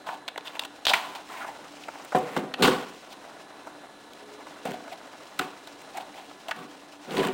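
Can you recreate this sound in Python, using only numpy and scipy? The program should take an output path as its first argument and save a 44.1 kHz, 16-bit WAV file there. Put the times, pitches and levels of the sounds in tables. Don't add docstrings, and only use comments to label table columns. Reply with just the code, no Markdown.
import sys
import numpy as np
from scipy import signal
from scipy.fft import rfft, irfft, next_fast_len
from scipy.io import wavfile

SR = 44100
rng = np.random.default_rng(int(sys.argv[2]) if len(sys.argv) > 2 else 0)


def master(y):
    cut = np.clip(np.atleast_2d(y).T, -1, 1)
    pcm = np.round(cut * 32767)
    wavfile.write(sys.argv[1], SR, pcm.astype(np.int16))


N = 323253


def from_db(db):
    return 10 ** (np.asarray(db) / 20)


def rms_one(x):
    return x / np.sqrt(np.mean(x ** 2) + 1e-20)


def peak_one(x):
    return x / np.abs(x).max()


def sos_filter(x, order, hz, kind):
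    return signal.sosfilt(signal.butter(order, hz, kind, fs=SR, output="sos"), x)


def resonance(x, hz, width):
    r = np.exp(-np.pi * width / SR)
    top = np.array([1, 0, -1]) * (1 - r * r) / 2
    return signal.lfilter(top, [1, -(1 + r * r) * np.cos(2 * np.pi * hz / SR), r * r], x)


def broad_ring(force, hz, width_share):
    width = width_share * hz
    return resonance(resonance(force, hz, width), hz, width)


def hard_part(x):
    return sos_filter(x, 4, 5000, "low")


def coloured(x, spectrum):
    hz, db = np.transpose(spectrum)
    size = next_fast_len(N)
    bins = np.maximum(np.arange(size // 2 + 1) * SR / size, 1)
    gain = from_db(np.interp(np.log(bins), np.log(hz), db))
    return rms_one(irfft(rfft(x, size) * gain, size)[:N])


def drift(rate_hz):
    r = np.exp(-2 * np.pi * rate_hz / SR)
    noise = rng.standard_normal(N + SR)
    return rms_one(signal.lfilter([1], [1, -2 * r, r * r], noise)[SR:])


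def slips(per_s, spread_db, clump_db):
    sizes = from_db(spread_db * np.minimum(rng.exponential(1, N), 4)) * rng.choice([-1, 1], N)
    chance = per_s * from_db(clump_db * drift(25)) / SR
    return sizes * (rng.random(N) < chance)


RISE_SHARE = 0.052


def contact(decay_s):
    t = np.arange(SR * 6 // 100) / SR
    swell = np.minimum(t / (RISE_SHARE * decay_s), 1)
    chatter = rng.standard_normal(len(t)) * swell * from_db(-60 * t / decay_s)
    chatter[0] = 2.07
    return chatter


def add(track, s, piece, peak_db):
    i = round(s * SR)
    piece = piece[:N - i]
    track[i:i + len(piece)] += from_db(peak_db) * peak_one(piece)


# f/Hz, width/Hz, level/dB
METAL_RINGS = [(5300, 9300, -7.5), (8300, 4500, 3), (10900, 770, 4), (15500, 4000, 2.5)]


def metal(force):
    rings = 0
    for k, (hz, width, db) in enumerate(METAL_RINGS):
        rings = rings + (-1) ** k * from_db(db) * resonance(force, hz, width)
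    return sos_filter(rings, 2, 4600, "high")


# f/Hz, width/Hz, level/dB
CASE_HOLLOWS = [(641.5, 204, 5), (836, 249, 7.5), (973, 256, 5.5), (1478, 220, -0.5), (1970, 354, -7)]


def case_body(x):
    out = 0
    for k, (hz, width, db) in enumerate(CASE_HOLLOWS):
        out = out + (-1) ** k * from_db(db) * resonance(x, hz, width)
    return out


FAVOUR_DB, FAVOUR_OCTAVES = 13, 0.16
# f/Hz, level/dB, undamped time to fall by 60 dB t60/s
DESK_MODES = [(126, -20, 0.4), (182, -11.5, 0.38), (208.6, -6.5, 0.45), (262, -4, 0.62),
              (294.4, -2.5, 0.34), (336, -10.5, 0.28), (387.7, 2, 0.61), (442, 0.5, 0.15), (487, 4, 0.17),
              (533, 3, 0.14), (633, 7, 0.079), (732.3, 1.5, 0.35), (983, 4.5, 0.15), (1193, -5.5, 0.19),
              (1422, 3, 0.15)]


def desk_top(force, damping, vary_db=0, favour_hz=None):
    out = 0
    for (hz, db, t60), chance in zip(DESK_MODES, rng.standard_normal(len(DESK_MODES))):
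        if favour_hz:
            octaves_off = np.log2(hz / favour_hz)
            db = db + FAVOUR_DB * np.exp(-(octaves_off / FAVOUR_OCTAVES) ** 2)
        r = from_db(-60 / (t60 * damping * SR))
        w = 2 * np.pi * hz / SR
        mode = signal.lfilter([0, np.sin(w)], [1, -2 * r * np.cos(w), r * r], force)
        out = out + from_db(db + vary_db * chance) * mode
    return sos_filter(out, 6, 150, "high")


def bright(force, hz, width_share, treble_db):
    ring = hard_part(broad_ring(force, hz, width_share))
    return peak_one(ring) + from_db(treble_db) * peak_one(metal(force))


TICK_WIDTH = 0.65
TICK_DESK_DB = -38
PUFF_DB, PUFF_HZ = -13, 900
# t/s, level/dB, f/Hz, hollow case level/dB re that peak, treble level/dB re ring, chatter decay t/s
METAL_TICKS = [(0.0877, -25, 1440, 2, -36, 0.027), (0.2792, -21.5, 3450, -8, -14, 0.015),
               (0.284, -21.5, 3000, -4.5, -9.5, 0.02), (0.359, -36, 2600, 8.5, -21, 0.0077),
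               (0.377, -24, 3330, 3, -10, 0.021), (0.408, -36, 3320, -12, -25, .012),
               (0.453, -37, 3260, -3, -11, 0.033), (0.4716, -27.5, 3200, -18, -20, 0.026),
               (0.479, -25.5, 3220, -17, -15, 0.011), (0.5523, -30, 2450, -4, -12, 0.03),
               (0.5933, -14.5, 3520, -12, -6.5, 0.017), (0.636, -25, 2840, -16, -8, 0.008),
               (0.649, -27.5, 3340, -2.5, -3, 0.029), (0.8514, -19, 3400, -14, -10, 0.029),
               (0.853, -15, 3640, -13, -8, 0.014), (0.8675, -6, 3520, -9, -9, 0.0014),
               (0.8697, -12, 3530, -16, -13, 0.028), (0.8795, -17, 3820, -11, -16, 0.022),
               (0.8822, -14.5, 3250, -11, -20, 0.026), (0.8885, -25, 3800, -11, -17, 0.015),
               (0.8925, -14, 3650, -8.5, -17, 0.027), (0.8970, -11, 3600, -10, -15, 0.005),
               (0.8992, -17, 3700, -12, -17, 0.021), (0.9040, -18.5, 3480, 0.5, -21, 0.014),
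               (0.9345, -9.5, 2450, -9.5, -17, 0.05), (1.1555, -55, 2400, 5, -17, 0.026),
               (1.180, -50, 2400, 12, -17, 0.015), (1.298, -40, 1390, 8, -20, 0.022),
               (1.340, -33, 1410, -15, -20, 0.025), (1.444, -28, 1410, 2, -23, 0.038),
               (1.8357, -33, 2750, -15, -11, 0.027), (1.883, -26, 1450, 0.5, -19, 0.033),
               (1.9539, -34.5, 1670, 1.5, -25, 0.034), (2.04, -41, 2710, -20, 13, .015),
               (2.048, -31, 2710, -10, 13, 0.018), (2.1194, -39.5, 1400, 16.5, -13, 0.081),
               (2.1479, -33.5, 1420, 17.5, -20, 0.031), (2.185, -32, 3930, -18, 12, 0.022),
               (2.3638, -34, 1400, 17.5, -18, 0.021), (2.3692, -27, 3300, 7, -9, 0.016),
               (2.3761, -25.5, 3930, -17, -1, 0.011), (2.393, -37, 3500, 0, 0, 0.023),
               (2.539, -20.5, 2880, -4.5, -13.5, 0.02), (2.6247, -22, 3000, -4, -11, 0.018),
               (2.634, -25, 2930, -22, -18, 0.022), (2.647, -15, 3000, 2, -15, 0.07),
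               (2.657, -22, 2600, 0, -13, 0.016), (2.6801, -8.5, 1340, -13, -18, 0.018),
               (3.102, -43, 3200, -10, -1, 0.031), (3.666, -37, 1320, 6.5, -10, 0.091),
               (4.1336, -34.5, 3760, -20, -4, 0.01), (4.4037, -40, 1750, 5, -21, 0.069),
               (4.4676, -45.5, 1420, 15, -21, 0.023), (4.6528, -29, 2700, 0, 8, 0.034),
               (4.7093, -26.5, 1630, 0, -9, 0.013), (4.718, -29, 2900, -1, 1, 0.0065),
               (4.879, -31, 1460, -0.5, -17, 0.017), (5.3907, -19.5, 2770, -14, 3, 0.013),
               (5.3938, -34, 1450, -12, -25, 0.014), (5.6728, -29.5, 3770, -7.5, -2.5, 0.017),
               (5.817, -35.5, 2650, -15, -1, 0.016), (5.8713, -54, 1710, 16, -30, 0.071),
               (5.949, -42, 1500, 0, -27, 0.015), (5.97, -27.5, 1760, -21, -1, 0.047),
               (6.141, -41.5, 2380, -20, -25, 0.026), (6.195, -49.5, 1840, 12.5, -21, 0.026),
               (6.3112, -37, 1460, 3, -21, 0.021), (6.4851, -31, 1550, 1, -11, 0.12),
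               (6.51, -22, 3200, -21, -11, .022), (6.5111, -16.5, 1550, -10, -27, 0.038),
               (6.563, -39, 3800, -15, 6, .015), (7.1076, -30, 3270, -9, -25, 0.013),
               (7.1686, -22, 3180, -2, -6.5, 0.024), (7.1795, -21, 3380, -12, -9, 0.021),
               (7.19, -25, 3180, -2, -24, 0.09), (7.2274, -22.5, 1540, -13, -16, 0.063),
               (7.249, -24, 3620, 1, -6, 0.015), (7.27, -24, 2600, 0, 3, .015),
               (7.285, -27, 2780, -6, -10, 0.013)]


def ticks():
    out = np.zeros(N)
    puff = np.exp(-2 * np.pi * PUFF_HZ * np.arange(SR // 100) / SR)
    for s, db, hz, case_db, treble_db, decay_s in METAL_TICKS:
        force = contact(decay_s)
        add(out, s, bright(force, hz, TICK_WIDTH, treble_db), db)
        add(out, s, case_body(force), db + case_db)
        add(out, s, puff, db + PUFF_DB)
        add(out, s, desk_top(force, damping=0.12), db + TICK_DESK_DB)
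    return out


THUD_DECAY_S, THUD_VARY_DB = 0.02, 3.5
# t/s, level/dB, hardness of the contact f/Hz, favoured desk pitch f/Hz, stand shake level/dB re ring
DESK_PUSHES = [(2.148, -9, 1290, 503, -38), (2.160, -16.5, 700, 203, -40), (2.175, -16.5, 805, 480, -34),
               (2.366, -18.5, 1290, 630, -34), (2.372, -13.5, 800, 385, -40), (2.386, -19.5, 705, 380, -37),
               (2.596, -24, 800, 375, -30), (2.612, -18.5, 700, 305, -30), (2.635, -15, 930, 199, -17),
               (2.645, -16, 930, 710, -34), (2.660, -19, 800, 332, -33), (2.677, -12, 930, 280, -35),
               (2.685, -15, 900, 427, -30), (2.693, -21, 900, 200, -34), (2.706, -23, 900, 400, -31),
               (2.736, -21.5, 700, 270, -34), (2.759, -32, 710, 260, -34), (2.776, -37, 704, 265, -37),
               (4.653, -22, 1300, 570, -43), (4.668, -31.5, 700, 302, -38), (4.685, -29, 700, 302, -38),
               (4.711, -28, 800, 390, -38), (4.699, -31.5, 800, 400, -38), (4.741, -37, 1000, 690, -38),
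               (5.398, -21, 950, 720, -30), (7.142, -23, 800, 520, -25), (7.176, -19, 700, 230, -34),
               (7.187, -15.5, 810, 375, -24), (7.196, -18.5, 700, 365, -28), (7.205, -21, 700, 385, -28),
               (7.214, -17, 700, 313, -32), (7.225, -31, 700, 405, -30), (7.259, -24, 700, 272, -28),
               (7.286, -20, 930, 367, -30)]


def thuds():
    out = np.zeros(N)
    for s, db, hard_hz, favour_hz, jolt_db in DESK_PUSHES:
        time_to_ring = np.full(SR // 8, 1e-18)
        force = np.r_[.15 * contact(THUD_DECAY_S), time_to_ring]
        force[0] = 1
        push = sos_filter(force, 2, hard_hz, "low")
        ring = desk_top(push, damping=0.23, vary_db=THUD_VARY_DB, favour_hz=favour_hz)
        add(out, s, ring, db)
        jolt = sos_filter(push, 2, [35, 85], "band")
        add(out, s, jolt, db + jolt_db)
    return out


FALL_DB = 30
GRIT_WIDTH, GRIT_TREBLE_DB = 1, -6.5
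DESK_SOFT_HZ = 1260


def add_friction(out, grit, s, rise, fall, creak, rough, desk):
    (creak_db, creak_hz), (rough_db, rough_hz), (desk_db, favour_hz) = creak, rough, desk
    i = round(s * SR)
    force = grit[i:i + round((rise + 2 * fall + .02) * SR)]
    t = np.arange(len(force)) / SR
    force = force * np.minimum((t / rise) ** 0.73, from_db(-FALL_DB * (t - rise) / fall))
    rough_part = hard_part(broad_ring(force, rough_hz, GRIT_WIDTH))
    creak_part = resonance(case_body(force), creak_hz, 0.22 * creak_hz)
    soft_force = sos_filter(force, 1, DESK_SOFT_HZ, "low")
    desk_part = desk_top(soft_force, damping=0.44, favour_hz=favour_hz)
    parts = [(rough_db, rough_part), (creak_db, creak_part), (desk_db, desk_part),
             (rough_db + GRIT_TREBLE_DB, metal(force))]
    out[i:i + len(t)] += sum(from_db(db) * rms_one(part) for db, part in parts)


SHAKEN_CASE_HZ = 1110
# t/s, rise t/s, fall t/s, level/dB, favoured desk pitch f/Hz, case level/dB re desk,
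# grit level/dB re desk, grit f/Hz
SLIDES_AND_TAILS = [(2.152, 0.003, 0.096, -38, 476, -2.5, -8.5, 2130),
                    (2.19, 0.054, 0.07, -45, 480, -12, -13.5, 2000),
                    (2.25, 0.14, 0.064, -46.5, 475, -0.5, -3, 2000),
                    (2.363, 0.0014, 0.029, -37.5, 630, -3, -15, 2520),
                    (2.41, 0.031, 0.12, -45, 270, -28, -22, 2000),
                    (2.576, 0.037, 0.015, -33, 300, -10.5, -15.5, 2500),
                    (2.621, 0.0032, 0.1, -27, 305, -3, -2, 3100),
                    (2.67, 0.0063, 0.3, -39, 440, 0, -5.5, 2580),
                    (2.71, 0.061, 0.024, -62, 270, -12, -7, 2020),
                    (4.661, 0.011, 0.37, -56.5, 322, -8, -11, 2500),
                    (5.407, 0.0035, 0.17, -47.5, 432, 0.5, -3, 2300),
                    (6.52, 0.071, 0.27, -51.5, 320, -2.5, -9, 2500),
                    (7.058, 0.061, .04, -43, 275, -14, -12.5, 2300),
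                    (7.101, 0.1, 0.049, -33.5, 380, -10, -9.5, 2250),
                    (7.21, 0.03, 0.23, -34.5, 300, -4.5, -6.5, 2490)]


def slides_and_tails(grit):
    out = np.zeros(N)
    for s, rise, fall, db, favour_hz, case_db, grit_db, grit_hz in SLIDES_AND_TAILS:
        add_friction(out, grit, s, rise, fall, creak=(db + case_db, SHAKEN_CASE_HZ),
                     rough=(db + grit_db, grit_hz), desk=(db, favour_hz))
    return out


SCUFF_DESK_DB = -17.5
# t/s, rise t/s, fall t/s, level/dB, creak f/Hz, grit level/dB re creak, grit f/Hz
LEATHER_SCUFFS = [(0.061, 0.0088, 0.13, -43.5, 970, -10.5, 2730), (.1, 0.045, 0.012, -44.5, 830, -12, 2820),
                  (0.444, 0.022, 0.1, -55, 1050, 2.5, 2950), (.52, 0.049, 0.026, -48, 915, -6.5, 2340),
                  (.599, 0.023, 0.056, -49, 1000, -4, 3180), (0.872, 0.018, 0.087, -43, 820, 7, 3370),
                  (0.9088, 0.0065, 0.014, -31, 860, -28, 2780),
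                  (0.933, 0.0034, 0.014, -29, 1290, -4.5, 2700), (0.936, 0.0017, 0.32, -41, 1000, -4, 2830),
                  (1.149, 0.0034, 0.055, -48, 865, -3, 2860), (1.27, 0.12, 0.11, -47.5, 1010, -3, 1810),
                  (1.40, 0.022, 0.059, -44, 1420, -14, 1930), (1.45, 0.033, 0.1, -46, 890, -10, 1620),
                  (3.1, 0.029, 0.028, -55.5, 846, 2, 4030), (4.647, 0.0088, 0.097, -42, 680, -10, 2440),
                  (4.725, 0.02, 0.012, -46, 720, -9, 2580), (4.91, 0.019, 0.029, -45.5, 706, -6.5, 2470),
                  (5.392, 0.0019, 0.014, -32, 1420, -4, 2740), (5.935, 0.047, 0.037, -40.5, 794, -12, 2510),
                  (5.994, 0.021, 0.048, -51, 870, -4.5, 3240), (6.12, 0.053, 0.3, -56.5, 790, -3.5, 2720),
                  (6.482, 0.0012, 0.027, -41, 730, -6, 3000), (6.512, 0.0012, 0.011, -44, 905, -4, 3260)]


def scuffs(grit):
    out = np.zeros(N)
    for s, rise, fall, db, hz, grit_db, grit_hz in LEATHER_SCUFFS:
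        add_friction(out, grit, s, rise, fall, creak=(db, hz),
                     rough=(db + grit_db, grit_hz), desk=(db + SCUFF_DESK_DB, hz))
    return out


SCRAPE_RE_GRIP_DB, SCRAPE_FOLLOWS = -11.5, 1
# f/Hz, level/dB per Hz (relative)
RUB_COLOUR = [(700, -20), (1200, -7), (1800, 5.5), (2800, 10), (3800, 3), (5300, 6), (8000, -0.5),
              (12000, -9), (16000, -1.5)]
# t/s, creak level/dB, dry hiss level/dB
HAND_GRIP = [(0.0, -49.5, -57), (0.33, -53, -65), (0.45, -48, -57), (0.9, -53.5, -58.5), (1.02, -43, -54),
             (1.3, -50, -51.5), (1.53, -49, -52), (2.139, -48.5, -51), (2.28, -41, -53.5),
             (2.57, -46.5, -58), (2.72, -36, -47), (2.88, -50, -53.5), (3.51, -50.5, -57.5),
             (4.2, -53, -58), (4.53, -48, -54), (6.55, -53, -55), (7.0, -54, -56), (7.15, -38.5, -48),
             (7.29, -37, -60), (7.33, -43, -56)]


def rubbing():
    s, *levels = np.transpose(HAND_GRIP)
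    creak_db, hiss_db = (np.interp(np.arange(N) / SR, s, db) for db in levels)
    mean_db = creak_db.mean()
    scrape_db = mean_db + SCRAPE_RE_GRIP_DB + SCRAPE_FOLLOWS * (creak_db - mean_db)
    creak = rms_one(case_body(slips(900, spread_db=-2.0, clump_db=5.0)))
    hiss = coloured(slips(9000, spread_db=3.5, clump_db=4.5), RUB_COLOUR)
    scrape = rms_one(desk_top(slips(400, spread_db=5.0, clump_db=3.5), damping=0.29))
    return from_db(creak_db) * creak + from_db(hiss_db) * hiss + from_db(scrape_db) * scrape


DRONE_S, DRONE_LENGTH_S, DRONE_FADE_S = 4.17, .31, .08
DRONE_HZ, DRONE_RISE_HZ_PER_S, DRONE_DB = 410, 75, -49.5


def drone():
    t = np.arange(N) / SR - DRONE_S
    pitch_hz = DRONE_HZ + DRONE_RISE_HZ_PER_S * t + 5.5 * drift(8.5)
    phase = 2 * np.pi * np.cumsum(pitch_hz) / SR
    fade = np.clip(np.minimum(t, DRONE_LENGTH_S - t) / DRONE_FADE_S, 0, 1)
    return fade * from_db(DRONE_DB + 2.0 * drift(9.5)) * np.sin(phase)


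AIR_DB = -52
HUM_HZ, HUM_WIDTH_HZ, HUM_DB = 291.6, 8.9, -57
# f/Hz, level/dB per Hz (relative)
AIR_COLOUR = [(25, 6), (50, -7.5), (95, -7.5), (140, -2), (300, 6), (500, 5), (670, 1.5), (1100, -0.5),
              (1750, -10.5), (2100, -13.5), (4050, -5), (4700, -21.5), (9700, -15), (16000, -29)]
# f/Hz, level/dB re the whine level
WHINE_TONES = [(1709, 4.5), (4020, 0.5)]
# t/s, level/dB
WHINE_LEVELS = [(0, -62), (2.9, -73), (3.4, -65), (6.1, -65.5), (6.4, -66), (7.33, -71)]


def background():
    t = np.arange(N) / SR
    air = from_db(AIR_DB + 1.0 * drift(0.76)) * coloured(rng.standard_normal(N), AIR_COLOUR)
    hum = from_db(HUM_DB) * rms_one(resonance(rng.standard_normal(N), HUM_HZ, HUM_WIDTH_HZ))
    whine = 0
    for hz, db in WHINE_TONES:
        phase = 2 * np.pi * hz * t + 1.6 * drift(1.4)
        whine = whine + from_db(db + 0.74 * drift(2.0)) * np.sin(phase)
    whine_db = np.interp(t, *np.transpose(WHINE_LEVELS))
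    return air + hum + from_db(whine_db) * whine


ROOM_T60_S, WALL_CUT_HZ = 0.41, 3260


def room(x):
    t = np.arange(SR * 7 // 10) / SR
    gap = np.clip((t - .003) / 0.0032, 0, 1)
    tail = rng.standard_normal(len(t)) * from_db(-60 * t / ROOM_T60_S) * gap
    tail = sos_filter(tail, 1, WALL_CUT_HZ, "low")
    return signal.fftconvolve(x, tail / np.sqrt(np.sum(tail ** 2)))[:N]


HANDLING_ROOM_DB, THUD_ROOM_DB = -18.5, -12


def scene():
    grit = slips(5000, spread_db=2.0, clump_db=2.0)
    desk_thuds = thuds()
    handling = ticks() + slides_and_tails(grit) + scuffs(grit) + rubbing()
    wet = room(from_db(HANDLING_ROOM_DB) * handling + from_db(THUD_ROOM_DB) * desk_thuds)
    return (handling + desk_thuds + wet + drone() + background())[None]


CUTOFF_HZ = 15950
# f/Hz, level/dB
TREBLE_STEPS = [(4900, -1), (10000, -5)]


def record(dry):
    out = sos_filter(dry, 2, 60, "high")
    for hz, db in TREBLE_STEPS:
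        low = sos_filter(out, 9, hz, "low")
        high = sos_filter(out, 9, hz, "high")
        out = low + from_db(db) * high
    return signal.sosfilt(signal.ellip(12, .5, 75, CUTOFF_HZ, fs=SR, output="sos"), out)


dry = scene()
out = record(dry)
master(out)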